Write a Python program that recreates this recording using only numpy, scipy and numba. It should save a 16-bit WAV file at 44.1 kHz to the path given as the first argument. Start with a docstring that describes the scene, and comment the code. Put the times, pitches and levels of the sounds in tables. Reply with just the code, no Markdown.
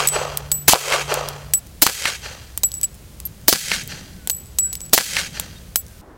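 """Gravel range before an earth bank and a tree line; one close microphone hears a pistol beside it.
The bare muzzle comes first, its earliest shot already echoing at the start, then three suppressed shots.
Hammer, blast, slide and bullet strike follow within 60 ms, as shaped noise and sinking tones; bank and
trees echo as swells of noise; brass rings as sine modes; wind rumbles, birds whistle, a low hum stops early.
A limiter ducks after each shot; at the end the sound cuts to another, quieter place with a duller background."""
import sys
import numpy as np
from scipy import signal
from scipy.fft import rfft, irfft
from scipy.io import wavfile
from scipy.ndimage import uniform_filter1d
from numba import njit

SR = 44100
rng = np.random.default_rng(int(sys.argv[2]) if len(sys.argv) > 2 else 0)


def digitize_waveform(pressure):
    """Quantize a signal to 16-bit integers and store it at the path in sys.argv[1].

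    Rows of a 2-D input are taken as channels; values are limited to [-1, 1].
    """
    field = np.atleast_2d(pressure).T
    bounded = np.clip(field, -1, 1)
    quanta = np.round(bounded * 32767).astype(np.int16)
    wavfile.write(sys.argv[1], SR, quanta)


N = 272097
T = np.arange(N) / SR

# shots; a cold suppressor muffles less: start_s [s], blast_db [dB], echo_db [dB], suppression [0-1]
SHOTS = [(-0.278, 11, -5.5, 0), (0.6805, 1.5, -5, 0), (1.8200, 7.5, -10, 0.66), (3.4813, 8.5, -9.5, 1),
         (4.9324, 7.5, -10, 0.88)]
# colour of the echoes from downrange, bare and suppressed: freq_hz [Hz], level_db [dB, relative]
BARE_FAR = [(100, -34), (250, -23.5), (400, 1), (560, 4), (850, 1.5), (1300, 1.5), (1800, -4), (2600, -2),
            (4000, -9), (7000, -11.5), (10000, -19), (15000, -31.5)]
SUPPRESSED_FAR = [(100, -22), (180, -3), (300, -19), (530, -9), (700, -13), (820, -6.5), (1050, -14.5),
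                  (1600, 0.5), (2400, -2), (4000, -3), (6500, -6), (10000, -13.5), (15000, -26.5)]
SUPPRESSED_DB_PER_S = -16  # a muffled blast carries less well to the far reflectors


def pistol(hammer_lead_s=0.004, hammer_db=-23, slide_s=0.048):
    """Each shot: the hammer falls, the blast leaves, the slide cycles, the range answers."""
    out = np.zeros(N)
    response = range_response() + trees()
    for start_s, blast_db, echo_db, suppression in SHOTS:
        add(out, start_s - hammer_lead_s, undb(hammer_db) * click(t60=0.065, tilt_db=-1.5))
        add(out, start_s, undb(blast_db) * blast(suppression))
        far_loss_db = suppression * SUPPRESSED_DB_PER_S * seconds(size=len(response))
        echo = colour(response, blend(BARE_FAR, SUPPRESSED_FAR, suppression))
        add(out, start_s, undb(echo_db + far_loss_db) * echo)
        # the slide stands out only beside a muffled blast
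        add(out, start_s + slide_s, suppression * slide())
    return out


# blast colour beside the gun, bare and suppressed: freq_hz [Hz], level_db [dB per Hz, relative]
BARE_BLAST = [(35, -18), (70, 3), (200, -0.5), (370, -0.5), (780, -3), (1100, 0.5), (1700, -5), (2400, -1),
              (3100, -9.5), (6200, -4), (9000, -6), (16000, -3.5)]
SUPPRESSED_BLAST = [(35, -18.5), (70, -20), (170, -7.5), (320, 0), (520, -5.5), (740, 0.5), (1100, -15),
                    (2000, -11), (3000, -13), (4300, -3.5), (7800, -3.5), (10000, -6.5), (15000, 0.5)]


def blast(suppression, vent_s=0.0084, vent_t60=0.041, front_db=-1, front_t60=0.057):
    """A hard front, then gas that roars out for some milliseconds and dies away."""
    t = seconds(size=8192)
    gas = noise(len(t), blend(BARE_BLAST, SUPPRESSED_BLAST, suppression))
    venting = fade(np.maximum(t - vent_s, 0), vent_t60)
    front = undb(front_db) * fade(t, front_t60)
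    return gas * (venting + front)


def slide(back_db=4, shut_s=0.021, hiss_db=-27, hiss_t60=.22):
    """The slide hits its rear stop with a bright clack, then runs shut with a faint, even hiss."""
    t = seconds(size=16384)
    hiss = noise(len(t), [(20, 0), (20000, 0)])
    out = undb(hiss_db) * hiss * fade(t - shut_s, hiss_t60)
    clack = undb(back_db) * click(t60=0.019, tilt_db=1.5)
    add(out, 0, clack)
    return out


# reflectors, from the gravel underfoot out to the bank and the trees:
# delay_s [s], rise_s [s], hold_s [s], t60_s [s], level_db [dB], tilt_db [dB per octave]
ECHOES = [(0.013, .004, 0.00082, 0.48, -2, 8), (0.065, 0.0089, 0.014, .1, 3.5, -3.5),
          (0.138, 0.045, 0.057, 0.71, -8, 2.5), (.203, .012, 0.13, 0.043, -8, 0.3),
          (0.248, .026, .014, 0.11, -0.5, 0.5), (0.411, 0.0084, 0.041, 0.89, -9.5, -0.56),
          (0.441, 0.0033, .003, .03, -2, -3.5)]


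def range_response(grain_db=1.66, lump_db=1.64, patchy_db=2.5):
    """Gravel, bank and trees return swells of small, lumpy reflections; the same for every shot."""
    t, out = seconds(size=65536), 0
    octaves = np.array([-2., 3.])  # around 1600 Hz; the tilt is level beyond these
    for delay_s, rise_s, hold_s, t60_s, level_db, tilt_db in ECHOES:
        rise = np.exp(np.minimum(t - delay_s, 0) / max(rise_s, 1e-4))
        swell = rise * fade(np.maximum(t - delay_s - hold_s, 0), t60_s)
        # paths of nearly equal length interfere, so each echo has its own peaks and dips
        scatter = noise(len(t), [(20, 0), (20000, 0)], patchy_db=patchy_db)
        slope = np.column_stack([1600 * 2 ** octaves, tilt_db * octaves])
        out = out + undb(level_db) * swell * colour(scatter, slope)
    grain = uniform_filter1d(rng.standard_normal(len(t)), size=90)
    lumps = uniform_filter1d(rng.standard_normal(len(t)), size=400)
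    return out * undb(grain_db * grain / grain.std() + lump_db * lumps / lumps.std())


# dull colour of a tree's slap: freq_hz [Hz], level_db [dB]
TREE_COLOUR = [(250, -11), (500, 2), (1000, -2), (2000, -10.5), (8000, -31)]
TREES_FROM_S, TREES_EVERY_S, TREES_DB, TREES_T60_S = .472, .021, -1, 0.71


def trees(slap_t60=0.032, spread_db=-0.5):
    """A loose row of dull slaps from single trees, fainter with distance."""
    t, slaps = seconds(size=65536), 0
    for k, (shift, strength) in enumerate(rng.standard_normal(size=(14, 2))):
        behind_s = TREES_EVERY_S * (k + shift / 6)
        slap_db = TREES_DB + spread_db * strength
        slaps = slaps + undb(slap_db) * fade(t - TREES_FROM_S - behind_s, slap_t60)
    distance_fade = fade(np.maximum(t - TREES_FROM_S, 0), TREES_T60_S)
    return colour(slaps * distance_fade * rng.standard_normal(len(t)), TREE_COLOUR)


# bullet strikes: start_s [s], thump_db [dB], pitch_hz [Hz, scale of a sinking pitch], crack_db [dB]
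STRIKES = [(0.7345, 24, 749.8, 14), (1.8658, 4, 880, 14.5), (3.5272, -9, 1130, 14),
           (4.9781, 1.5, 1063, 12.5)]
# after each strike, a second knock off the ground, then the thud of the bullet landing in the bank:
# delay_s [s], level_db [dB re the crack], pitch_hz [Hz, scale of a sinking pitch], t60_s [s],
# dirt_db [dB re the body]
LATER_KNOCKS = [(.008, -14, 1510, 0.0063, 4.5), (0.189, -18.5, 2320, 0.025, -7)]
STRIKE_T60_S = 0.0077


def bullets():
    """Each strike slaps; then a second knock off the ground and the thud of the bullet in the bank."""
    out = np.zeros(N)
    for start_s, thump_db, pitch_hz, crack_db in STRIKES:
        add(out, start_s, slap(pitch_hz, thump_db, crack_db, STRIKE_T60_S))
        for delay_s, level_db, knock_hz, t60_s, dirt_db in LATER_KNOCKS:
            body_db = crack_db + level_db
            add(out, start_s + delay_s, slap(knock_hz, body_db, body_db + dirt_db, t60_s))
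    return out


def slap(pitch_hz, body_db, dirt_db, t60):
    """A few sinking cycles of pressure and a burst of dirt."""
    t = seconds(size=4096)
    sinking_hz = pitch_hz * (0.758 + 0.61 * fade(t, 0.013))
    body = np.sin(2 * np.pi * np.cumsum(sinking_hz) / SR)
    dirt = noise(len(t), [(150, -6), (500, 0), (4500, -2), (16000, -18)])
    return (undb(body_db) * body + undb(dirt_db) * dirt) * fade(t, t60)


# brass knocks on stone without ringing: start_s [s], level_db [dB],
# tilt_db [dB per octave, held to -1.5...6 by click()]
CLICKS = [(0.373, -4, 2.5), (1.1410, -5.5, -5), (1.287, -10, 0.7), (2.576, -6, 1), (2.7178, -17, 1),
          (2.8132, -16, 3), (3.202, -20.5, -11), (3.8358, -24, 3), (3.876, -17, 5.5), (4.2740, -6, -0.5),
          (4.7536, -12, 1), (4.8057, -22, -3.5), (5.3977, -3, 0.8)]
CLICK_T60_S = 0.005
# a case bounces and rings: start_s [s], click_db [dB], other_end_s [s until its other end lands],
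# ring_db [dB], pitch_hz [Hz], second_db [dB, second strong mode], weak_db [dB, weak modes],
# tumble_hz [Hz], free_s [s until stopped]
BOUNCES = [(0.0732, -1.5, .0138, -7.5, 7940, -17, -26, 14.7, .33),
           (0.5165, -4.5, 0.003, -15, 7900, -1.5, -19, 2.3, 0.17),
           (1.5362, -1.5, 0.0024, -8, 7910, -7.5, -3.5, 18, 0.044),
           (2.634, -3, 0.0032, -12.5, 7820, -8, -20, 7.4, 0.19),
           (2.74, -22, 0.011, -21, 7880, -17, -20, 24, 0.22),
           (2.8320, -11, .0102, -12, 7840, -17, -21, 3.3, 0.021),
           (3.2530, -24.5, 0, -41.5, 8300, 23, 0, 3, 0.014),
           (4.2981, -4, .004, -15.5, 7860, -4.5, -15, 57, .28),
           (4.5863, -5.5, 0.0027, -5, 7850, -18.5, -18, 15.3, .14),
           (4.729, -15.5, 0.0044, -24.5, 7850, -14, -19, 24, 0.094),
           (4.8150, -34, 0.022, -25, 7850, -15.5, -20.5, 5, 0.12),
           (5.7581, 2, 0.00098, -24, 7830, 4.5, 14.5, 6.9, 0.058)]
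OTHER_END_DB = -3.5  # re the first end


def cases(contact_t60=0.0079, contact_tilt_db=0.92, grit_db=-28, grit_spread_db=14, grit_s=0.17):
    """Spent cases land end after end and ring; each bounce unsettles some grit, which ticks after it."""
    out = np.zeros(N)
    for start_s, level_db, tilt_db in CLICKS:
        add(out, start_s, undb(level_db) * click(CLICK_T60_S, tilt_db))
    for (start_s, click_db, other_end_s, ring_db, pitch_hz,
         second_db, weak_db, tumble_hz, free_s) in BOUNCES:
        add(out, start_s, undb(click_db) * click(contact_t60, contact_tilt_db))
        other_end = undb(click_db + OTHER_END_DB) * click(contact_t60, contact_tilt_db)
        add(out, start_s + other_end_s, other_end)
        add(out, start_s, undb(ring_db) * ring(pitch_hz, second_db, weak_db, tumble_hz, free_s))
        for when, softness in rng.random(size=(5, 2)):
            tick_db = grit_db - grit_spread_db * softness
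            add(out, start_s + grit_s * when, undb(tick_db) * click(t60=0.0051, tilt_db=1.5))
    return out


# colour of a hard contact: freq_hz [Hz], level_db [dB, relative]
CLICK_COLOUR = [(100, -41), (500, -3), (1500, -17), (3000, -5), (5000, -2), (7500, 0.5), (11000, -2.5),
                (16000, -1)]


def click(t60, tilt_db, scatter_db=-23, scatter_t60=0.074):
    """A hard, bright contact, with a short scatter off the stones around it."""
    t = seconds(size=4096)
    contact = noise(len(t), CLICK_COLOUR, np.clip(tilt_db, -1.5, 6))
    return contact * (fade(t, t60) + undb(scatter_db) * fade(t, scatter_t60))


# modes of a case: ratio [times the pitch], level_db [dB]
CASE_MODES = [(1, 0), (1.391, -17), (1.527, -2), (1.89, -20), (1.99, -18)]
RING_T60_S, RING_STOP_T60_S, TUMBLE_DEPTH = .32, 0.03, 0.67


def ring(pitch_hz, second_db, weak_db, tumble_hz, free_s, flutter_db=3.0, sway_hz=12):
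    """A case rings in the air until it is stopped; tumbling makes it throb, flutter and sway in pitch."""
    t = seconds(size=22050)
    turns = np.cumsum(pitch_hz + sway_hz * wander(t, per_s=69)) / SR
    struck = [0, weak_db, second_db, weak_db, weak_db]  # where the case is hit sets the mix of its modes
    modes = 0
    for (ratio, level_db), struck_db in zip(CASE_MODES, struck):
        mode_db = level_db + struck_db + flutter_db * wander(t, per_s=110)
        modes = modes + undb(mode_db) * np.sin(2 * np.pi * ratio * turns)
    throb = np.abs(1 + TUMBLE_DEPTH * np.exp(2j * np.pi * tumble_hz * t)) / (1 + TUMBLE_DEPTH)
    stop = fade(np.maximum(t - free_s, 0), RING_STOP_T60_S)
    return modes * throb * fade(t, RING_T60_S) * stop


# faint far-off whistles: start_s [s], length_s [s], start_hz [Hz], end_hz [Hz], level_db [dB]
BIRDS = [(4.09, 0.2, 1630, 1420, -56), (4.2, 0.13, 1440, 1550, -51), (4.61, 0.13, 1510, 1580, -51),
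         (5.547, 0.048, 3690, 3720, -44), (5.78, 0.27, 1680, 1440, -58.5)]


def birds(waver=0.0087):
    """Soft, wavering whistles that glide, far off in the trees."""
    out = np.zeros(N)
    for start_s, length_s, start_hz, end_hz, level_db in BIRDS:
        t = seconds(size=int(length_s * SR))
        pitch_hz = np.linspace(start_hz, end_hz, len(t)) * (1 + waver * wander(t, per_s=140))
        whistle = np.hanning(len(t)) * np.sin(2 * np.pi * np.cumsum(pitch_hz) / SR)
        add(out, start_s, undb(level_db) * whistle)
    return out


# gusts on the microphone: peak_s [s], rise_s [s], fall_s [s], level_db [dB]
GUSTS = [(3.85, 0.36, 0.32, -41.5), (5.299, 0.45, 0.33, -45)]
# rumble of wind on the microphone: freq_hz [Hz], level_db [dB, relative]
GUST_COLOUR = [(20, -5), (70, -8.5), (170, 3.5), (280, -10.5), (700, -23), (3000, -57)]
BREEZE_DB = -52.5
CUT_S = 6.012  # the sound cuts to another, quieter place with a softer, duller background


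def wind():
    """A breeze rumbles on the microphone, swells in gusts, and stops at the cut."""
    strength = undb(BREEZE_DB)
    for peak_s, rise_s, fall_s, level_db in GUSTS:
        width_s = np.where(T < peak_s, rise_s, fall_s)
        strength = strength + undb(level_db) * np.exp(-((T - peak_s) / width_s) ** 2)
    return strength * np.clip((CUT_S - T) / .01, 0, 1) * noise(N, GUST_COLOUR)


# background air, before and after the cut: freq_hz [Hz], level_db [dB per Hz, relative]
AIR = [(20, -15.5), (60, 5.5), (100, -2), (170, -9.5), (270, -17), (500, -18.5), (900, -26.5),
       (2500, -28.5), (8000, -29.5), (16000, -32.5)]
SOFT_AIR = [(18, -33), (30, 3.5), (210, -11.5), (311, -4), (384, -5), (415, -9.5), (600, -9), (1670, -20),
            (2750, -32.5), (16000, -42)]
AIR_DB, SOFT_AIR_DB = -40.5, -44  # rms
# low hum: pitch_hz [Hz], level_db [dB rms]
HUM = [(144, -38.5), (58.7, -53.5)]
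HUM_END_S = 1.585


def background(waver=.25):
    """Wind rumble under a smooth hiss, duller after the cut, and a low hum that wavers and stops."""
    after_cut = np.clip((T - CUT_S) / 0.0036, 0, 1)
    range_air = undb(AIR_DB) * noise(N, AIR) * (1 - after_cut)
    soft_air = undb(SOFT_AIR_DB) * noise(N, SOFT_AIR) * after_cut
    drift = waver * np.interp(T, np.linspace(0, T[-1], 40), rng.standard_normal(40))  # radians
    hum = sum(undb(level_db) * np.sqrt(2) * np.sin(2 * np.pi * pitch_hz * T + drift)
              for pitch_hz, level_db in HUM)
    return range_air + soft_air + hum * np.clip((HUM_END_S - T) / 0.07, 0, 1)


def undb(db):
    """Decibels to gain."""
    return 10 ** (np.asarray(db) / 20)


def seconds(size):
    """Time axis of a short sound."""
    return np.arange(size) / SR


def fade(t, t60):
    """Exponential decay that starts at t = 0 and falls 60 dB in t60 seconds."""
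    return (t >= 0) * np.exp(-np.log(1000) * np.maximum(t, 0) / max(t60, 1e-4))


def add(track, s, sound):
    """Mix a sound into the track at time s, dropping what falls outside."""
    at = int(round(s * SR)) + np.arange(len(sound))
    inside = (at >= 0) & (at < N)
    track[at[inside]] += sound[inside]


def wander(t, per_s):
    """A random curve through per_s normal draws a second, joined by straight lines."""
    knots = np.arange(0, t[-1] + 1, 1 / per_s)
    return np.interp(t, knots, rng.standard_normal(len(knots)))


def noise(size, spectrum, tilt_db=0, patchy_db=0):
    """Noise of rms 1 with a (Hz, dB) spectrum, tilted per octave, with random peaks and dips if patchy."""
    octave = np.log2(np.maximum(np.fft.rfftfreq(size, 1 / SR), 10))
    hz, db = np.transpose(spectrum)
    patches = np.interp(octave, np.linspace(8, 14, 70), rng.standard_normal(70))
    gain = undb(np.interp(octave, np.log2(hz), db) + tilt_db * octave + patchy_db * patches)
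    x = irfft(gain * np.exp(2j * np.pi * rng.random(len(gain))), size)
    return x / x.std()


def colour(x, spectrum):
    """Filter a sound by a (Hz, dB) spectrum."""
    hz, db = np.transpose(spectrum)
    octave = np.log2(np.maximum(np.fft.rfftfreq(len(x), 1 / SR), 10))
    return irfft(rfft(x) * undb(np.interp(octave, np.log2(hz), db)), len(x))


def blend(bare, muffled, suppression):
    """The spectrum part-way, in dB, between the bare muzzle and the suppressor."""
    hz = np.geomspace(30, 16000, 100)
    bare_hz, bare_db = np.transpose(bare)
    muffled_hz, muffled_db = np.transpose(muffled)
    a = np.interp(np.log(hz), np.log(bare_hz), bare_db)
    b = np.interp(np.log(hz), np.log(muffled_hz), muffled_db)
    return np.column_stack([hz, a + np.clip(suppression, 0, 1) * (b - a)])


@njit
def follow(x, attack, release):
    """Peak follower: quick to rise, slow to fall."""
    out, e = np.empty(len(x)), 0.
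    for i in range(len(x)):
        e += (x[i] - e) * (attack if x[i] > e else release)
        out[i] = e
    return out


def scene():
    """One microphone feeds both channels."""
    mono = pistol() + bullets() + cases() + birds() + wind() + background()
    return np.tile(mono, (2, 1))


TOP_HZ = 16100  # low-pass edge


def record(dry, attack_s=0.0012, release_s=0.17, limit_db=2.0):
    """The limiter ducks and recovers slowly; fronts that get past it are clipped; a low-pass follows."""
    peak = follow(np.abs(dry[0]), 1 / (attack_s * SR), 1 / (release_s * SR))
    limited = dry / np.maximum(peak / undb(limit_db), 1)
    clipped = limited / (1 + limited ** 8) ** (1 / 8)  # rounded just below 1
    low_pass = signal.ellip(10, .2, 70, TOP_HZ, fs=SR, output="sos")
    return signal.sosfilt(low_pass, clipped)


dry = scene()
out = record(dry)
digitize_waveform(out)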